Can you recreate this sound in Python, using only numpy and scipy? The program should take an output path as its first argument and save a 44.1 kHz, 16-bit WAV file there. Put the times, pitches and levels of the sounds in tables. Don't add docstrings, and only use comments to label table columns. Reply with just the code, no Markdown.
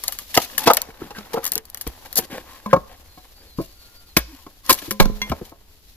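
import sys
import numpy as np
from scipy import signal
from scipy.fft import rfft, irfft
from scipy.io import wavfile
from scipy.ndimage import uniform_filter1d

SR = 44100
rng = np.random.default_rng(int(sys.argv[2]) if len(sys.argv) > 2 else 0)


def dump_mix(stems):
    frames = np.atleast_2d(stems).T
    limited = np.clip(frames, -1, 1)
    pcm = np.round(limited * 32767).astype(np.int16)
    wavfile.write(sys.argv[1], SR, pcm)


N = 262826
T = np.arange(SR // 4) / SR
LONG_T = np.arange(SR) / SR

# frequency in Hz, relative level in dB.
SWISH_SPECTRUM = [(1000, -13.5), (2800, -4), (4400, -0.5), (5800, -4.5), (10000, -4.5), (16000, -8.5)]
# frequency in Hz, width in Hz, relative level in dB.
BOARD_RESONANCES = [(258, 120, 3.5), (527, 40, 5.5), (760, 97, 0), (1070, 24, 0), (1603, 490, 0),
                    (2270, 49, -9), (2830, 610, -12.5)]
# frequency in Hz, width in Hz, relative level in dB.
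STRIP_RESONANCES = [(1188, 41, -6.5), (1424, 76, -13.5), (1763, 170, -9.5), (1957, 280, -12),
                    (2920, 75.7, -5), (3280, 47, -6)]


def undb(db):
    return 10 ** (np.asarray(db) / 20)


def fade(t60, t=T):
    return np.exp(-np.log(1000) * t / max(t60, 1e-4))


def unit(x):
    return x / np.sqrt(np.mean(x ** 2))


def crest(x, size):
    return np.sqrt(uniform_filter1d(np.mean(x ** 2, axis=0), size).max())


def noise(n, apart):
    apart = np.clip(apart, 0, 1)
    common = rng.standard_normal(n)
    separate = rng.standard_normal((2, n))
    return np.sqrt(1 - apart) * common + np.sqrt(apart) * separate


def colour(x, points):
    hz, db = np.transpose(points)
    size = 4096
    grid = np.maximum(np.arange(size // 2 + 1) * SR / size, 1)
    gain = undb(np.interp(np.log(grid), np.log(hz), db))
    cepstrum = irfft(np.log(gain))
    cepstrum[1:size // 2] *= 2
    cepstrum[size // 2 + 1:] = 0
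    impulse = irfft(np.exp(rfft(cepstrum)))
    return signal.fftconvolve(x, impulse[None], axes=1)[:, :x.shape[1]]


def resonate(x, peaks):
    total = 0
    for hz, width, db in peaks:
        total = total + undb(db) * signal.lfilter(*signal.iirpeak(hz, hz / width, fs=SR), x)
    return total


def bounce(x, strength):
    lags = rng.integers(25, 260, size=3)
    echoes = sum(np.pad(x, ((0, 0), (lag, 0)))[:, :x.shape[1]] for lag in lags)
    return x + strength * echoes


def swing(hz, t=T):
    return np.sin(2 * np.pi * hz * t - np.array([[0], [.5]]))


def ring(modes, detune, t=T):
    total = 0
    for hz, db, t60 in modes:
        shifted_hz = hz * (1 + detune * rng.standard_normal())
        total = total + undb(db) * fade(t60, t) * swing(shifted_hz, t)
    return total


def grains(n, rough_db, size):
    steps = undb(rough_db * rng.standard_normal(n // size + 1))
    return unit(np.repeat(steps, size))[:n]


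def add(out, s, sound, pan_db=0):
    i = max(int(s * SR), 0)
    sound = sound * undb(np.array([[pan_db], [-pan_db]]) / 2)
    out[:, i:i + sound.shape[1]] += sound[:, :N - i]


def rustle():
    # time in seconds, rumpling and swish in dB before the offsets below.
    movement = [(0.0, -55.5, -41.5), (0.41, -57.5, -41.5), (0.6, -52.5, -42.5), (0.76, -53, -56),
                (1.09, -52.5, -52.5), (1.38, -47.5, -47), (1.63, -62, -59), (1.86, -54, -48.5),
                (2.21, -54, -50.5), (2.67, -58, -52.5), (3.221, -63, -53.5), (3.57, -64.5, -51.5),
                (4.7, -65, -54), (4.861, -49.5, -37.5), (4.98, -65.5, -53), (5.329, -49, -48.5),
                (5.56, -63.5, -58), (5.87, -72, -53.5), (5.96, -70, -53.5)]
    # frequency in Hz, relative level in dB; first the rumpling, then the air.
    rumple_spectrum = [(100, -6), (260, -4.5), (600, -0.5), (1000, -1), (1800, -9), (6000, -25.5)]
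    air_spectrum = [(20, -2), (50, -3.5), (80, -5), (130, -22.5), (300, -22.5), (1000, -38), (4000, -45.5),
                    (16000, -49)]
    rumple_offset_db, swish_offset_db, air_db = 3.5, -0.5, -52
    t = np.arange(N) / SR
    s, *columns = np.transpose(movement)
    rumple_db, swish_db = (np.interp(t, s, c) for c in columns)
    folds = uniform_filter1d(grains(N, rough_db=2.0, size=700), size=900)
    friction = noise(N, 0.47) * grains(N, rough_db=3, size=130)
    cloth = unit(colour(friction, rumple_spectrum))
    board = unit(resonate(friction, BOARD_RESONANCES))
    rumple = undb(-2.0) * cloth + undb(-11.5) * board
    swish = unit(colour(noise(N, 0.96) * grains(N, rough_db=1, size=150), SWISH_SPECTRUM))
    air = unit(colour(noise(N, 0.078), air_spectrum))
    rumpling = undb(rumple_db + rumple_offset_db) * rumple
    swishing = undb(swish_db + swish_offset_db) * swish
    return folds * (rumpling + swishing) + undb(air_db) * air


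def snaps():
    # time of the break in seconds, snap level in dB before the tick gain,
    # splinter tail in dB beside the break, level of the strip's ring in dB.
    fractures = [(0.0377, -12.5, -18, -31.5), (0.077, -24, -34, -36), (0.081, -3.5, -20.5, -51),
                 (0.1225, -18, 7, -33), (0.188, -15, -13, -31.5), (0.343, -19, -25, -23),
                 (0.5797, -4, -8, -19.5), (0.713, -11, -33, -22), (0.7346, -1.5, -18, -36),
                 (0.7475, -14, -24, -41), (0.7698, 2, -38, -37), (0.8179, -6.5, -34, -53),
                 (1.443, -13, -21, -40), (1.453, -9, -29, -32.5), (1.4638, -11, -2, -26.5),
                 (1.4764, -15, -8, -35), (1.5197, -5, -26, -50), (1.535, -14.5, -13, -49),
                 (1.5553, -6.5, -37, -49), (1.579, -9.5, -46, -31.5), (1.654, -29, -15, -58),
                 (1.7002, -26, -30, -73), (1.7462, -15.5, -33, -38), (1.773, -24, -6, -39.5),
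                 (1.811, -16, -1, -35), (1.8752, -15.5, -19, -37), (2.128, -19, -14, -40),
                 (2.156, -10, 11, -50), (2.17, -6.5, 3, -44), (2.174, -11, 7, -42), (2.179, -3.5, 4, -52),
                 (2.189, -5.5, -25, -39), (4.172, 4, -17, -25), (4.6956, 1.5, 1.5, -35.5),
                 (4.7082, -3, -4, -36), (4.727, -1, -1, -39), (4.9088, -11, -2, -26),
                 (5.297, -23.5, -12, -32)]
    # frequency in Hz, relative level in dB; first the snap, then the body around it.
    snap_spectrum = [(500, -13), (2000, -31), (3400, -6.5), (4400, 3), (5600, 1.5), (10000, 4), (16000, 2)]
    body_spectrum = [(50, -34), (150, -11.5), (500, 5), (1100, 6.5), (1800, -3), (3000, -1.5), (6000, -29)]
    snap_t60_s, lead_s, tick_gain_db = .005, .003, -5.5
    body_db, body_per_db = -27.5, 1.25
    out = np.zeros((2, N))
    for s, db, tail_db, strip_db in fractures:
        splinters = np.repeat(undb(6 * rng.standard_normal(len(T)) - 2), 22)[:len(T)]
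        tail = undb(tail_db) * splinters * fade(0.059) + undb(-45.0) * fade(0.18)
        shape = fade(snap_t60_s) + tail
        give = undb(-20) * np.linspace(0, 1, int(lead_s * SR)) ** 2
        burst = noise(len(give) + len(T), 0.38) * np.r_[give, shape]
        tick = bounce(colour(burst, snap_spectrum), strength=0.13)
        knock = noise(len(T), 0.37) * fade(0.081)
        body = bounce(colour(knock, body_spectrum) + resonate(knock, BOARD_RESONANCES), strength=1.0)
        strip = resonate(noise(len(T), 0.2) * fade(0.021), STRIP_RESONANCES)
        tick_pan_db = 1 + 0.51 * rng.standard_normal()
        add(out, s - lead_s, undb(db + tick_gain_db) * tick / crest(tick, size=64), tick_pan_db)
        answer = undb(body_db + body_per_db * db) * body / crest(body, size=64)
        answer = answer + undb(strip_db) * strip / crest(strip, size=64)
        add(out, s, answer, 1.5)
    return out


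def scrapes():
    # start in seconds, length in seconds, body level in dB,
    # crackle in dB beside the body, note favoured by the contact in Hz.
    strokes = [(0.337, 0.032, -38, 16.5, 875), (0.363, 0.011, -23, -2, 513), (0.377, 0.095, -44.5, 13, 670),
               (0.505, 0.089, -50, -9, 240), (0.57, 0.11, -37, 4, 860), (0.656, 0.029, -22, -3, 298),
               (0.818, 0.12, -52, -5, 756), (0.97, 0.12, -46.5, -17, 220),
               (1.14, 0.053, -41.5, -10.5, 1560), (1.33, 0.018, -33.5, 1, 890),
               (1.35, 0.046, -40, -26, 1300), (1.41, 0.092, -41.5, 1, 1190), (2.047, 0.025, -44, -1, 805),
               (2.153, 0.054, -34.5, -3, 670), (2.21, 0.055, -43, 0, 201), (2.293, 0.067, -37, -13, 284),
               (2.328, 0.073, -36, -14, 510), (2.375, 0.054, -47.5, -7, 330), (2.428, 0.2, -49.5, -4, 1066),
               (2.689, 0.051, -42.5, -28, 1580), (2.872, 0.105, -50, -18, 740),
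               (3.237, 0.031, -55.5, -8.5, 864), (3.369, 0.15, -57, -14, 420),
               (3.549, 0.14, -62.5, 14.5, 1000), (4.221, 0.26, -58, 3, 970),
               (4.627, 0.11, -48.5, 7.5, 1080), (4.688, 0.025, -16, 3, 990), (4.733, 0.087, -57, 19, 580),
               (4.812, 0.033, -39.5, -2.5, 288), (4.991, 0.052, -30.5, 1.5, 1030),
               (5.42, 0.11, -61.5, 12.5, 710)]
    note_width_hz, note_db = 130, 10.5
    out = np.zeros((2, N))
    for s, length, db, treble_db, note_hz in strokes:
        n = max(int(length * SR), 256)
        pressure = grains(n, rough_db=2, size=300) * signal.windows.tukey(n, .8)
        slip = pressure * grains(n, rough_db=3.5, size=30)
        slip = np.pad(slip, (0, len(T)))
        crackle = pressure * grains(n, rough_db=5, size=16) * grains(n, rough_db=4, size=130)
        crackle = np.pad(crackle, (0, len(T)))
        peaks = BOARD_RESONANCES + [(note_hz, note_width_hz, note_db)]
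        body = resonate(noise(len(slip), 0.051) * slip, peaks)
        fibres = bounce(colour(noise(len(crackle), 0.88) * crackle, SWISH_SPECTRUM), strength=0.55)
        rub = body / crest(body, size=n) + undb(treble_db) * fibres / crest(fibres, size=n)
        add(out, s, undb(db) * rub, 1.5)
    return out


def knocks(rows, modes, gain_db, usual_ring_db, note_db, detune):
    register_edges = [25, 120, 390, 1350, 6000, 17000]
    thump_db, thump_per_weight, splinter_db = -21, 1.7, -9
    ring_db_per_doubling, usual_t60_s = 15, .06
    scatter_db, scatter_t60_s = -27, .24
    attack_s = 0.00043
    steepness = [3, 3, 6, 3, 3]
    out = np.zeros((2, N))
    for s, db, weight, hardness, t60, note_hz in rows:
        note = undb(note_db) * fade(1.99 * t60) * swing(note_hz)
        ring_db = usual_ring_db + ring_db_per_doubling * np.log2(max(t60, 1e-3) / usual_t60_s)
        tone = undb(ring_db) * (ring(modes, detune) + note)
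        scatter = undb(scatter_db) * fade(scatter_t60_s)
        attack = 1 - np.exp(-T / attack_s)
        # level in dB, decay against t60, share unlike between the ports
        registers = [(thump_db + thump_per_weight * weight, 1.2, .15),
                     (weight, .9, .08),
                     (0, .9, .1),
                     (hardness, .8, .35),
                     (hardness + splinter_db, .65, .5)]
        for k, (band_db, hold, apart) in enumerate(registers):
            clatter = bounce(noise(len(T), apart) * (fade(t60 * hold) + scatter), strength=0.85)
            struck = attack * (clatter / 2 + tone)
            band = signal.butter(steepness[k], register_edges[k:k + 2], "band", fs=SR, output="sos")
            part = signal.sosfilt(band, struck)
            add(out, s, part / crest(part, size=400) * undb(db + band_db + gain_db), .8)
    return out


def block_blows():
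    # time in seconds, level in dB before gain_db, weight of the lows in dB,
    # hardness of the contact in dB, base t60 in seconds (scaled per register), favoured note in Hz.
    block_rows = [(0.3735, -8, -6.5, 1, 0.034, 526), (0.672, -6, -8, -5, 0.067, 683),
                  (0.6995, -5, -20, -14, 0.043, 907), (0.77, -33.5, -14, 15, 0.022, 840),
                  (0.887, -57.5, 19, -10, 0.066, 454), (1.015, -36.5, 10.5, -25, 0.0087, 417),
                  (1.105, -33.5, -11, -5.5, 0.057, 830), (1.183, -39, -4, 3.5, 0.042, 870),
                  (1.34, -19.5, -5.5, -24, 0.1, 461.6), (1.371, -20, -5.5, -29, 0.049, 533),
                  (1.562, -39, 8, -2, 0.087, 444), (1.866, -34, 7, 1.5, 0.036, 460),
                  (2.187, -30.5, 6, -1, 0.091, 755)]
    # mode frequency in Hz before detuning, relative level in dB, t60 in seconds.
    block_modes = [(267, -5.5, 0.024), (344, -8, 0.12), (473, 6.5, 0.038), (733, -8.5, 0.13),
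                   (837, 0, 0.099), (943, -0.5, 0.084), (1100, -8, 0.04), (1280, -4.5, 0.011)]
    return knocks(block_rows, block_modes, gain_db=-1.5, usual_ring_db=-17, note_db=2, detune=.006)


def yard(x):
    # frequency in Hz, relative level in dB.
    yard_spectrum = [(100, -18.5), (400, -7.5), (900, -5.5), (2000, -6), (3600, -2), (5800, 4), (8000, 0),
                     (15000, -18)]
    wash_db, t60_s, build_s = -21.5, 0.57, 0.0064
    decay = undb(-60 * LONG_T / t60_s)
    build = 1 - np.exp(-LONG_T / build_s)
    wash = noise(SR, .9) * decay * build
    wash = colour(wash / np.sqrt(np.sum(wash[0] ** 2)), yard_spectrum)
    mono = x.mean(axis=0)[None]
    return undb(wash_db) * signal.fftconvolve(mono, wash, axes=1)[:, :N]


def chips(count):
    # start in seconds, end in seconds, upper limit of the tick level in dB.
    shifts = [(.4, .67, -31), (.85, 1.33, -39), (4.74, 4.89, -36)]
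    spread_db = 12
    out = np.zeros((2, N))
    for start, end, top_db in shifts:
        for when, size, pitch in rng.random((count, 3)):
            ratio = 2 ** (1.5 * pitch - .5)
            peaks = [(hz * ratio, width, db) for hz, width, db in STRIP_RESONANCES]
            tick = resonate(noise(len(T), .3) * fade(0.012), peaks)
            level = undb(top_db - spread_db * size)
            add(out, start + (end - start) * when, level * tick / crest(tick, size=64))
    return out


def blade():
    # time in seconds, gain in dB, pitch favoured by the contact point in Hz,
    # share of the free ring time.
    taps = [(1.182, -39.5, 251, 0.2), (2.661, -28.5, 396, 0.48), (4.699, -17.5, 1040, 0.23),
            (4.91, -26, 560, 0.54), (5, -19.5, 560, 0.87), (5.217, -17, 2830, 0.45)]
    # mode frequency in Hz before detuning, relative level in dB, free t60 in seconds.
    steel_modes = [(207, 13, .68), (395, -13, .28), (425, -18, 1.7), (535, -5, .33), (750, -14, .3),
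                   (1023, 2, .38), (1114, -9, .25), (1600, -12, .22), (1841, -13, .25), (2103, 0, .17),
                   (2108, -7, .55), (2353, -16, .4), (2740, -10, .17), (3347, -3, .26), (4270, 3, .11),
                   (5873, 8, .11), (6640, -6, .1)]
    out = np.zeros((2, N))
    for s, db, favoured_hz, free in taps:
        modes = []
        for hz, mode_db, t60 in steel_modes:
            octaves = min(abs(np.log2(hz / favoured_hz)), 2.8)
            modes.append((hz, mode_db - 11 * octaves, t60 * free))
        hiss = colour(noise(len(LONG_T), 0.68), SWISH_SPECTRUM)
        contact = undb(-18) * favoured_hz / 1000 * fade(0.077, LONG_T) * hiss
        add(out, s, undb(db) * (ring(modes, detune=0.00088, t=LONG_T) + contact))
    return out


def thuds():
    # start in seconds, frequency in Hz, t60 in seconds, level in dB,
    # left minus right in dB, phase of the right port against the left in radians.
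    sways = [(1.869, 138, 0.041, -17.5, -2, -1), (1.872, 59.5, 0.1, -18.5, -1, -0.3),
             (2.733, 53, 0.5, -33, 2.5, -5.5), (3.585, 158, 0.024, -5.5, 4, -0.5),
             (4.176, 55, 0.34, -23, -1, 0), (5, 168, 0.066, 3.5, -3, -2.5), (5.013, 25, 0.33, -8, -11.5, 3),
             (5.05, 39, 0.71, -24.5, -3.5, 6), (5.302, 130, 0.026, -5.5, -3.5, 0.5),
             (5.305, 74, 0.12, -15.5, -0.5, 0.5)]
    out = np.zeros((2, N))
    for s, hz, t60, db, pan_db, phase in sways:
        onset = 1 - fade(0.026, LONG_T)
        sway = np.sin(2 * np.pi * hz * LONG_T + np.array([[0], [phase]])) * onset
        add(out, s, undb(db) * fade(t60, LONG_T) * sway, pan_db)
    return out


def shake_knocks():
    # time in seconds, level in dB before gain_db, weight of the lows in dB,
    # hardness of the contact in dB, base t60 in seconds (scaled per register), favoured note in Hz.
    shake_rows = [(2.659, -20.5, -15, -13.5, 0.055, 1024), (2.729, 1, -10, -22.5, 0.054, 540),
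                  (2.7615, -15.5, -2, -19, 0.048, 1088), (3.174, -38, -1.5, -11, 0.082, 737),
                  (3.586, -24.5, 8.5, -25.5, 0.052, 1004), (3.601, -32.5, 12, -19.5, 0.06, 655),
                  (4.166, -12, 4.5, 8, 0.031, 327), (4.464, -35, 2, -10, 0.036, 1084),
                  (4.698, -6, -23.5, -7, 0.044, 1059), (4.712, -23.5, 8, 11.5, 0.026, 312),
                  (4.877, -46, 19.5, 5, 0.035, 345), (4.908, -30, 3.5, 11, 0.027, 1010),
                  (4.999, -6, -4.5, 1, 0.035, 870), (5.054, -22, 5.5, -1, 0.0097, 550),
                  (5.097, -39.5, 18, -12, 0.0042, 547), (5.316, -15, -3, -11.5, 0.039, 665),
                  (5.412, -43, 19.5, -17, 0.036, 492), (5.519, -37.5, 0, -17, 0.054, 683)]
    # mode frequency in Hz before detuning, relative level in dB, t60 in seconds.
    shake_modes = [(183, -13, 0.086), (312.8, -3, 0.045), (550, -7, 0.14), (602, -9, 0.14),
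                   (750, -11, 0.16), (899, -4.5, 0.11), (1077, 5, 0.068), (1242, -10, 0.053),
                   (1637, 2, 0.095), (2253, 8.5, 0.068)]
    return knocks(shake_rows, shake_modes, gain_db=-6.0, usual_ring_db=-13, note_db=6, detune=.004)


def glides():
    # start in seconds, length in seconds,
    # first pitch in Hz, last pitch in Hz, peak level in dB.
    tones = [(3.02, .28, 4450, 3850, -58), (3.33, .12, 4400, 4800, -52), (3.44, .14, 4600, 3850, -52),
             (3.52, .16, 4450, 5100, -52), (3.66, .12, 4700, 4300, -55), (3.69, .47, 1420, 1390, -63),
             (3.76, .13, 4800, 3950, -52), (3.82, .09, 4750, 4350, -55), (3.93, .1, 4400, 4850, -51),
             (4.05, .1, 4750, 3850, -53), (4.272, .06, 305, 340, -46), (4.322, .04, 285, 265, -41)]
    waver_share = .021
    out = np.zeros((2, N))
    for s, length, from_hz, to_hz, db in tones:
        n = max(int(length * SR), 256)
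        lowpass = signal.butter(2, 150, fs=SR, output="sos")
        waver = unit(signal.sosfilt(lowpass, rng.standard_normal(n)))
        pitch_hz = np.linspace(from_hz, to_hz, n) * (1 + waver_share * waver)
        phase = 2 * np.pi * np.cumsum(pitch_hz) / SR
        add(out, s, undb(db) * signal.windows.tukey(n, .7) * np.sin(phase))
    return out


def scene():
    blows = block_blows() + shake_knocks() + blade()
    handling = snaps() + scrapes() + chips(count=12)
    return blows + yard(blows) + handling + glides() + thuds() + rustle()


def record(dry):
    # frequency in Hz, left response in dB, right response in dB.
    port_response = np.array([(2780, 1, 0.5), (6140, 0, 1), (7580, -3, 0), (8660, -9.5, -11),
                              (10370, 3, -2.5), (11600, 8, -7), (14380, 6, -2), (15460, -2.5, -25)])
    top_hz = 15450
    left, right = (colour(dry[k:k + 1], port_response[:, [0, k + 1]])[0] for k in range(2))
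    right = np.pad(right, (3, 0))[:N]
    loud = np.clip([left, right], -1, 1)
    lowpass = signal.ellip(8, .2, 60, top_hz, fs=SR, output="sos")
    return signal.sosfilt(lowpass, loud)


dry = scene()
out = record(dry)
dump_mix(out)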